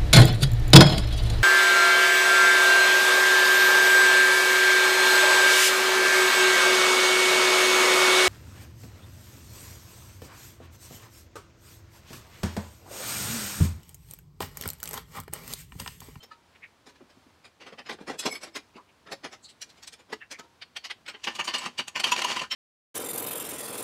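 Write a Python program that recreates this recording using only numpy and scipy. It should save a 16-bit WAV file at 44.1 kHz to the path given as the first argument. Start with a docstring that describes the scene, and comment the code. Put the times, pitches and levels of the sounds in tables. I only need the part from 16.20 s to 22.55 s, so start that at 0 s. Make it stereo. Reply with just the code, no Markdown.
"""A quiet, steady hush and light clinks of steel: a small workshop, heard from close by an engine bay.
Just right of the stereo microphone, a mechanic rummages through hand tools, which knock, slide and squeak.
From about 5 s a ratchet taps, rattles and finally scrapes along a stainless exhaust pipe.
Each contact is a run of tiny slips driving the resonances of tool or tubing; parts struck hard enough
ring on, and the bay and walls return a short, faint reverberation."""
import sys
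import numpy as np
from scipy import signal
from scipy.fft import rfft, irfft, next_fast_len
from scipy.io import wavfile
from scipy.ndimage import uniform_filter1d

SR = 44100
rng = np.random.default_rng(int(sys.argv[2]) if len(sys.argv) > 2 else 0)


def dump(signal):
    """Clip the signal to [-1, 1] and save it as 16-bit WAV at the path in sys.argv[1]."""
    limited = np.clip(np.atleast_2d(signal).T, -1, 1)
    pcm = np.round(limited * 32767).astype(np.int16)
    wavfile.write(sys.argv[1], SR, pcm)


N = 280035

# broad spectrum of a contact on the pipe: frequency_hz, gain_db
PIPE_SPECTRUM = [(50, -62), (100, -23.5), (150, -11.5), (270, -13), (600, -3), (950, -4), (1470, -1),
                 (2900, 4.5), (4200, -6), (5900, -6), (8150, -14.5), (10900, -22.5), (14000, -31.5),
                 (16000, -35)]
# resonances of the pipe, relative to the plain contact: pitch_hz, width_hz, gain_db
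PIPE_RESONANCES = [(245.5, 27, 9.5), (350.4, 21, 8.5), (822, 19, 4.5), (1020, 74, 11), (1166, 54, 2.5),
                   (1400, 35, -15), (1793, 17, 4), (2340, 150, -11), (2850, 56, -6), (3054, 105, 0),
                   (2890, 58, -2.5), (4460, 320, 3.5), (5700, 31, -2), (6700, 58, 4)]
# at the microphone, bass sits further right than treble: frequency_hz, left_minus_right_db
STEREO_LEAN = [(200, -6), (1000, -0.5), (2800, 2), (8000, 5.5)]
PIPE_MIDS = dict(middle_db=-3, bass_share=1)


def amp(db):
    """Decibels to gain."""
    return 10 ** (np.asarray(db) / 20)


def unit(x):
    """Scales to rms 1."""
    return x / np.sqrt(np.mean(abs(x) ** 2) + 1e-30)


def read(points, hz):
    """Reads a table on a log-frequency axis."""
    f, value = np.transpose(points)
    return np.interp(np.log(hz + 1), np.log(f), value)


def add(mix, start_s, sound):
    """Mixes a stereo sound in from start_s."""
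    at = round(start_s * SR)
    sound = sound[:, max(-at, 0):]
    part = mix[:, max(at, 0):][:, :sound.shape[1]]
    part += sound[:, :part.shape[1]]


def sides(lean_db):
    """Left and right gains of constant power; a negative lean is right of the microphone."""
    half_db = np.atleast_1d(lean_db) / 2
    pair = np.array([amp(half_db), amp(-half_db)])
    return pair / np.sqrt(np.mean(pair ** 2, 0))


def stroke(rise_ms, fall_ms):
    """Time axis and force of one contact: it swells, rounds off at t = 0 and dies away."""
    t = np.arange(-2730, 5462) / SR
    slope_s = np.where(t < 0, rise_ms, fall_ms) / 1000
    return t, np.exp(1 - np.hypot(1, t / slope_s))


def causal(gain):
    """Minimum-phase response with this magnitude."""
    cepstrum = irfft(np.log(gain + 1e-9))
    half = cepstrum.shape[-1] // 2
    cepstrum[..., 1:half] *= 2
    cepstrum[..., half + 1:] = 0
    return np.exp(rfft(cepstrum))


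def hush(level_db=-60, drift_db=0.9):
    """Workshop air all round the microphone, drifting a little in level."""
    # room tone: frequency_hz, gain_db
    spectrum = [(25, -27), (50, -9.5), (85, -0.5), (140, -5.5), (250, -5), (420, -8), (630, -9),
                (1000, -8.5), (2000, -14), (4500, -18), (8000, -25.5), (15700, -36.5)]
    # its stereo balance: frequency_hz, left_minus_right_db
    balance = [(60, -15), (200, -7), (400, -7.5), (1300, -5.5), (4400, -2), (10000, -0.5)]
    size = next_fast_len(N, True)
    hz = np.fft.rfftfreq(size, 1 / SR)
    noise = rfft(rng.standard_normal((2, size)))
    air = irfft(noise * amp(read(spectrum, hz)) * sides(read(balance, hz)), size)[:, :N]
    drift = np.interp(np.arange(N), np.linspace(0, N, 60), rng.standard_normal(60))
    return amp(level_db + drift_db * drift) * unit(air)


def clinks(part, modes, rise_s, flutter, lean_db):
    """A struck steel part chatters as it rings on in its own modes."""
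    # blows hard enough to ring or thump: peak_s, level_db, part
    blows = [(.01, -50.5, "ratchet"), (0.038, -51, "pawl"), (0.117, -41, "bracket"), (.812, -43, "tray"),
             (.974, -50.5, "tray"), (1.069, -49.5, "tray"), (1.899, -40, "tray"), (2.06, -28.5, "tray"),
             (2.56, -40.5, "tray"), (1.997, -29.5, "socket"), (2.063, -31, "socket"),
             (2.066, -42, "spanner"), (2.125, -33, "spanner"), (2.158, -33, "spanner"),
             (2.237, -43, "spanner"), (2.362, -42.5, "spanner"), (2.926, -43, "socket"),
             (3.131, -53, "spanner"), (3.93, -28, "panel"), (4.197, -41, "bracket"), (4.571, -56, "pawl"),
             (5.074, -24, "tube"), (5.843, -16, "tube"), (5.922, -13.5, "tube"), (6.02, -26.5, "tube"),
             (6.048, -20, "tube"), (6.316, -28, "ratchet"), (6.324, -33.5, "pawl")]
    out = np.zeros((2, N))
    t = np.arange(-SR // 20, SR // 2) / SR
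    hz, mode_db, t60 = np.transpose(modes)[:, :, None]
    decay = amp(mode_db - 60 * np.maximum(t, 0) / t60) / np.linalg.norm(amp(mode_db))
    swell = np.exp(1 - np.hypot(1, np.minimum(t, 0) / rise_s))
    knots = t[::300]  # each mode's level flickers about every 7 ms
    for peak_s, level_db, _ in (row for row in blows if row[2] == part):
        phase = rng.uniform(0, 2 * np.pi, (2, len(hz), 1))
        flicker = 1 + flutter * rng.standard_normal((len(hz), len(knots)))
        chatter = np.array([np.interp(t, knots, gains) for gains in flicker])
        ring = (decay * chatter * np.sin(2 * np.pi * hz * t + phase)).sum(1)
        add(out, peak_s + t[0], amp(level_db) * np.sqrt(2) * swell * ring * sides(lean_db))
    return out


def ringing_steel():
    """Steel parts ring freely, from the bright socket to the dull tool tray, each in its own place."""
    # modes of each part: pitch_hz, level_db, t60_s
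    socket = [(2557, -10, .13), (3386, 0, .085), (5168, -6, .2), (6266, -3, .1), (7424, -2, .07),
              (7698, -4, .07), (8689, -7, .1), (9539, -14, .065), (10080, -13, .1), (10650, -12, .11),
              (11700, -14, .08), (14340, -15, .05)]
    spanner = [(2180, -3, .07), (2240, 0, .08), (5200, 0, .11), (5255, -8, .1), (7720, -8, .1),
               (7800, -9, .08), (10130, -18, .08), (10650, -12, .08), (11640, -18, .07), (14000, -21, .1)]
    ratchet = [(1303, -11, .2), (2690, -9, .12), (3106, 0, .2), (3190, -7, .1), (4199, -8, .18),
               (7079, -16, .09), (8312, -22, .15)]
    pawl = [(4710, 0.5, 0.1), (4970, -32, 0.29), (5400, 19, 0.097), (13670, 10, 0.07)]
    tube = [(826, -19.5, 0.092), (982, -3.5, 0.093), (2300, -26, 0.071), (2650, -2, 0.043), (2860, -6, 0.1),
            (2940, -7, 0.062), (3070, -5, 0.049), (3200, 0.5, 0.051)]
    panel = [(432, 2.5, 0.065), (500, -16, 0.04), (900, -3, 0.052), (1240, -3, .04), (1700, -4, .045),
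             (1980, -4, .045)]
    tray = [(177, -4.5, .09), (260, 5.5, 0.088), (298, -1.5, 0.082), (359, 0, 0.055)]
    bracket = [(931, -11, .36), (1280, 0, .1), (1373, -14, .23), (1750, -5, .08), (2950, -13, .08),
               (4840, -20, .08)]
    return (clinks("socket", socket, rise_s=0.004, flutter=0.35, lean_db=-4)
            + clinks("spanner", spanner, rise_s=0.0087, flutter=0.46, lean_db=-8)
            + clinks("ratchet", ratchet, rise_s=0.0034, flutter=0.15, lean_db=-11)
            + clinks("pawl", pawl, rise_s=0.0041, flutter=0.95, lean_db=-8)
            + clinks("tube", tube, rise_s=0.00076, flutter=0.89, lean_db=-5)
            + clinks("panel", panel, rise_s=0.0012, flutter=0.42, lean_db=-9)
            + clinks("tray", tray, rise_s=0.002, flutter=0.28, lean_db=-16.5)
            + clinks("bracket", bracket, rise_s=0.0031, flutter=0.52, lean_db=-15))


def friction(size, grain_db):
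    """Rubbing surfaces catch and let go about once a millisecond, in tiny slips and impacts."""
    left, right_only = rng.standard_normal((2, size))
    # part of the sound reaches both sides of the microphone, by paths of unequal length
    right = 0.6 * np.roll(left, rng.integers(-130, 131)) + 0.8 * right_only
    catches = unit(uniform_filter1d(rng.standard_normal(size), size=40))
    return amp(grain_db * catches) * np.array([left, right])


def resonances(body, hz):
    """Response of a body: the plain contact plus its resonances."""
    return 1 + sum(amp(db) / (1 + 2j * (hz - pitch) / width) for pitch, width, db in body)


def tilt_db(hz, bass_db, treble_db, middle_db, bass_share):
    """Weight lifts the bass and, by bass_share, the mids; a hard edge lifts the treble."""
    mids_db = middle_db + bass_share * bass_db
    return read([(250, bass_db), (950, mids_db), (2800, 0), (8000, treble_db)], hz)


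def contacts(rows, spectrum, body, mids, lean_db, firm_rise_ms, grain_db, spot_db):
    """Each contact is a dense run of tiny slips and impacts that drives the resonances of the body."""
    firm_db, sharpen = -30, 0.15  # harder blows rise faster, softer ones slower
    spot_hz = np.geomspace(200, 16000, 70)
    out = np.zeros((2, N))
    for peak_s, level_db, fall_ms, bass_db, treble_db in rows:
        rise_ms = min(firm_rise_ms * amp(-sharpen * (level_db - firm_db)), 0.64 * fall_ms)
        t, force = stroke(rise_ms, fall_ms)
        hz = np.fft.rfftfreq(len(t), 1 / SR)
        grains = friction(len(t), grain_db)
        # treble needs the hardest part of the contact, so it comes later and dies sooner
        soft = rfft(unit(force * grains))
        hard = rfft(unit(force ** 1.5 * grains))
        treble_share = hz ** 2 / (hz ** 2 + 6000 ** 2)
        slips = (soft + treble_share * (hard - soft)) * np.sqrt(np.mean(force ** 2))
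        # every spot touched has its own broad colour and a few short, bright overtones
        colour_db = spot_db * read(np.c_[spot_hz, rng.standard_normal(len(spot_hz))], hz)
        overtones = [(pitch_hz, 90, 5) for pitch_hz in rng.uniform(4000, 15000, 8)]
        shape = causal(amp(read(spectrum, hz) + tilt_db(hz, bass_db, treble_db, **mids) + colour_db))
        placement = sides(lean_db + read(STEREO_LEAN, hz))
        response = resonances(list(body) + overtones, hz) * shape * placement
        add(out, peak_s + t[0], amp(level_db) * irfft(slips * unit(response)))
    return out


def hand_tools(slide_fall_ms=12.3, slide_treble_db=-0.5):
    """Close on the right, tools knock with a quick attack and slide over each other with a slower one."""
    # tools knocking, then the ratchet finding its nut: peak_s, level_db, fall_ms, bass_db, treble_db
    knocks = [(.037, -45, 8.7, 3, 8), (.12, -51.5, 13, -10, -4), (.671, -45.5, 14, 16, 9),
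              (.695, -51.5, 13, 1, 4), (.812, -45, 7.2, 27, -8), (1.252, -46, 13.3, -6, -1.5),
              (1.412, -44, 24, 0, -5.5), (1.471, -40.5, 17, 3.5, -7.5), (1.531, -40.5, 9.3, 10, -10),
              (1.591, -36.5, 11, 2.5, -7.5), (1.666, -42, 13, -4, -6), (1.697, -29, 16, 5.5, -3),
              (1.729, -37.5, 10.5, 13, 5), (1.791, -44, 5.7, 15, -20), (1.879, -33, 12.5, 12, 2),
              (1.9, -29.5, 15, 9.5, -2.5), (1.997, -31.5, 11.6, 2, 17.5), (2.06, -22, 14.8, 8, 5),
              (2.127, -38.5, 18.5, 12, 9), (2.218, -44, 16, 6, 8), (2.236, -35.5, 12.5, 3.5, 6),
              (2.36, -29.5, 12.4, -1.5, 3.5), (2.872, -44, 17, 4, -12), (2.923, -30, 11, 11.5, 5.5),
              (3.046, -31.5, 14.2, 5.5, -2), (3.422, -33, 8.2, -28, 9.5), (3.501, -50, 11, -11, 7.5),
              (3.634, -41.5, 10.7, -26, 5.5), (3.679, -36.5, 6.6, -29, 10), (3.733, -42, 10, -10, 10),
              (3.931, -32, 9.4, 2, 0), (4.117, -34, 11.8, -4.5, 6.5), (4.196, -37.5, 6.7, -2, 3),
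              (4.424, -35, 6.6, -31, -16), (4.569, -27.5, 5.9, -22.5, -6), (4.65, -33, 12.3, -19, 0.5),
              (4.708, -29.5, 8.4, -23.5, -9.5), (4.865, -40.5, 5.2, -16, -11),
              (4.885, -33, 13.3, -16.5, -3.5), (4.949, -39, 8.6, -8, -25)]
    # tools dragged over each other: peak_s, level_db, bass_db
    drags = [(0.761, -57, 4), (0.906, -53.5, 6), (1.814, -40, 22), (1.942, -38, 18.5), (2.037, -34.5, -8),
             (2.156, -39, -9), (2.274, -44, 4), (2.568, -45.5, 14.5), (2.909, -46, 9), (3.134, -40.5, -1),
             (3.58, -53.5, -7), (3.799, -50.5, 5.5), (3.906, -46.5, 12), (4.239, -54.5, 10)]
    # broad spectrum of a contact between tools: frequency_hz, gain_db
    spectrum = [(50, -24), (100, -36), (155, -8.5), (270, -4.5), (420, -2), (650, -3.5), (950, -5),
                (2000, -2), (4200, -6), (5900, -12), (8150, -19), (10900, -27.5), (14000, -37),
                (16000, -41)]
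    # resonances of the tools, relative to the plain contact: pitch_hz, width_hz, gain_db
    body = [(274, 36, -5.5), (364, 62, -8.5), (504, 57, -8.5), (1725, 8.3, -38), (2404, 19, 0),
            (3140, 88, -19), (3980, 18, -18), (5120, 69, 2.5)]
    slides = [(peak_s, db, slide_fall_ms, bass_db, slide_treble_db) for peak_s, db, bass_db in drags]
    steel = dict(spectrum=spectrum, body=body, mids=dict(middle_db=2.4, bass_share=0.44), lean_db=-7.5)
    return (contacts(knocks, **steel, firm_rise_ms=4.17, grain_db=2, spot_db=3)
            + contacts(slides, **steel, firm_rise_ms=20, grain_db=-1.5, spot_db=3.5))


def squeaks(lean_db=-9.5):
    """Friction caught in one resonance: a fuzzy pitch under a short swell."""
    # steel sticking briefly: peak_s, level_db, pitch_hz, width_hz
    sticks = [(.356, -54, 2300, 1400), (0.439, -39.5, 2160, 610), (2.56, -51, 2500, 600),
              (2.588, -42.5, 1060, 348), (2.694, -59.5, 2590, 900), (3.244, -48.5, 7340, 1800),
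              (3.253, -43.5, 4220, 550), (3.296, -47, 3860, 2250), (3.298, -52, 7960, 1700),
              (4.017, -43.5, 2720, 350), (4.023, -41.5, 1770, 550), (4.124, -45, 2300, 200),
              (4.149, -41.5, 2180, 500), (6.242, -39, 1440, 397)]
    out = np.zeros((2, N))
    t, force = stroke(rise_ms=6, fall_ms=11)
    hz = np.fft.rfftfreq(len(t), 1 / SR)
    for peak_s, level_db, pitch_hz, width_hz in sticks:
        resonance = 1 / (1 + (2 * (hz - pitch_hz) / width_hz) ** 2)
        fuzzy_tone = irfft(rfft(friction(len(t), grain_db=1.5)) * resonance)
        squeak = unit(force * fuzzy_tone) * np.sqrt(np.mean(force ** 2))
        placement = sides(lean_db + read(STEREO_LEAN, pitch_hz))
        add(out, peak_s + t[0], amp(level_db) * squeak * placement)
    return out


def pipe_scrape(lean_db):
    """The ratchet drags along the tubing and drives its resonances without a break."""
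    # how hard the ratchet rubs: time_s, level_db
    rub = [(4.82, -97), (4.88, -57), (5.01, -59.5), (5.12, -45), (5.3, -54), (5.44, -33), (5.52, -56.5),
           (5.74, -67), (5.78, -39), (5.83, -47), (5.87, -25.5), (5.955, -38), (5.992, -22.5),
           (6.017, -37.5), (6.116, -24), (6.145, -33), (6.24, -36.5), (6.29, -64)]
    size = 2 * next_fast_len(N // 2 + SR // 4, True)
    hz = np.fft.rfftfreq(size, 1 / SR)
    pressure = amp(np.interp(np.arange(size) / SR, *np.transpose(rub), left=-np.inf, right=-np.inf))
    slips = pressure * unit(friction(size, grain_db=2))
    shape = causal(amp(read(PIPE_SPECTRUM, hz) + tilt_db(hz, bass_db=5.5, treble_db=3.5, **PIPE_MIDS)))
    response = resonances(PIPE_RESONANCES, hz) * shape * sides(lean_db + read(STEREO_LEAN, hz))
    return irfft(rfft(slips) * unit(response))[:, :N]


def pipe_strikes(lean_db):
    """The ratchet taps and rattles against the tubing, close to the microphone."""
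    # blows on the pipe: peak_s, level_db, fall_ms, bass_db, treble_db
    strikes = [(5.0435, -30.5, 10, -8, 7), (5.074, -24, 15.4, 3, -9.5), (5.156, -34.5, 9.6, 0, 6.5),
               (5.195, -22.5, 13, 10, -1), (5.248, -34, 11.4, 3, 11), (5.279, -24.5, 17.5, 2, -2.5),
               (5.342, -22.5, 18.7, 3, 0), (5.386, -30, 7.1, -2, 8), (5.46, -26.5, 11.4, 9.5, 0),
               (5.585, -28, 15, -8, 2), (5.594, -22.5, 9.6, 6, -6), (5.682, -31.5, 6.8, 5, 9),
               (5.759, -24, 15, 5.5, -1), (5.801, -22.5, 7.3, 1.5, 3.5), (5.843, -18, 6.4, 0.5, 4),
               (5.921, -19.5, 9.4, 1, 7), (5.964, -20.5, 2, 0, -2), (6.021, -21.5, 3.9, 10, 9.5),
               (6.047, -21.5, 5.1, 6, 6.5), (6.166, -23, 9.1, 4, -3), (6.196, -25.5, 4.2, -12, -5.5),
               (6.218, -26.5, 6.5, 12.5, 2), (6.314, -30, 6.7, -12, -5), (6.322, -26, 13, -5.5, -5.5)]
    return contacts(strikes, PIPE_SPECTRUM, PIPE_RESONANCES, PIPE_MIDS, lean_db,
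                    firm_rise_ms=3.55, grain_db=2, spot_db=2.5)


def workshop_reflections(near):
    """Dense reflections from the bay and the walls, each band dying at its own speed."""
    # reverberation of the workshop: frequency_hz, t60_s
    decay_times = [(150, 0.26), (1000, 0.072), (4000, 0.21), (12000, 0.15)]
    arrived = np.arange(SR // 2) > SR // 200  # 5 ms behind the direct sound
    taps = rng.standard_normal((2, SR // 2)) * arrived
    hz, t, bands = signal.stft(taps, SR, nperseg=256)
    decay = amp(-60 * t / read(decay_times, hz)[:, None])
    _, tail = signal.istft(bands * decay, SR, nperseg=256)
    return signal.fftconvolve(near, tail / np.linalg.norm(tail[0]), axes=1)[:, :N]


def scene():
    """Close work to the right of the microphone, with the workshop faint behind it."""
    pipe_lean_db = -8.5
    near = hand_tools() + pipe_strikes(pipe_lean_db) + pipe_scrape(pipe_lean_db)
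    near += ringing_steel() + squeaks()
    return near + amp(-17) * workshop_reflections(near) + hush()


def record(dry):
    """The recorder cuts the treble above 15.8 kHz."""
    lowpass = signal.firwin(511, 15800, window=("kaiser", 9), fs=SR)
    return signal.oaconvolve(dry, lowpass[None], "same")


dry = scene()
out = record(dry)
dump(out)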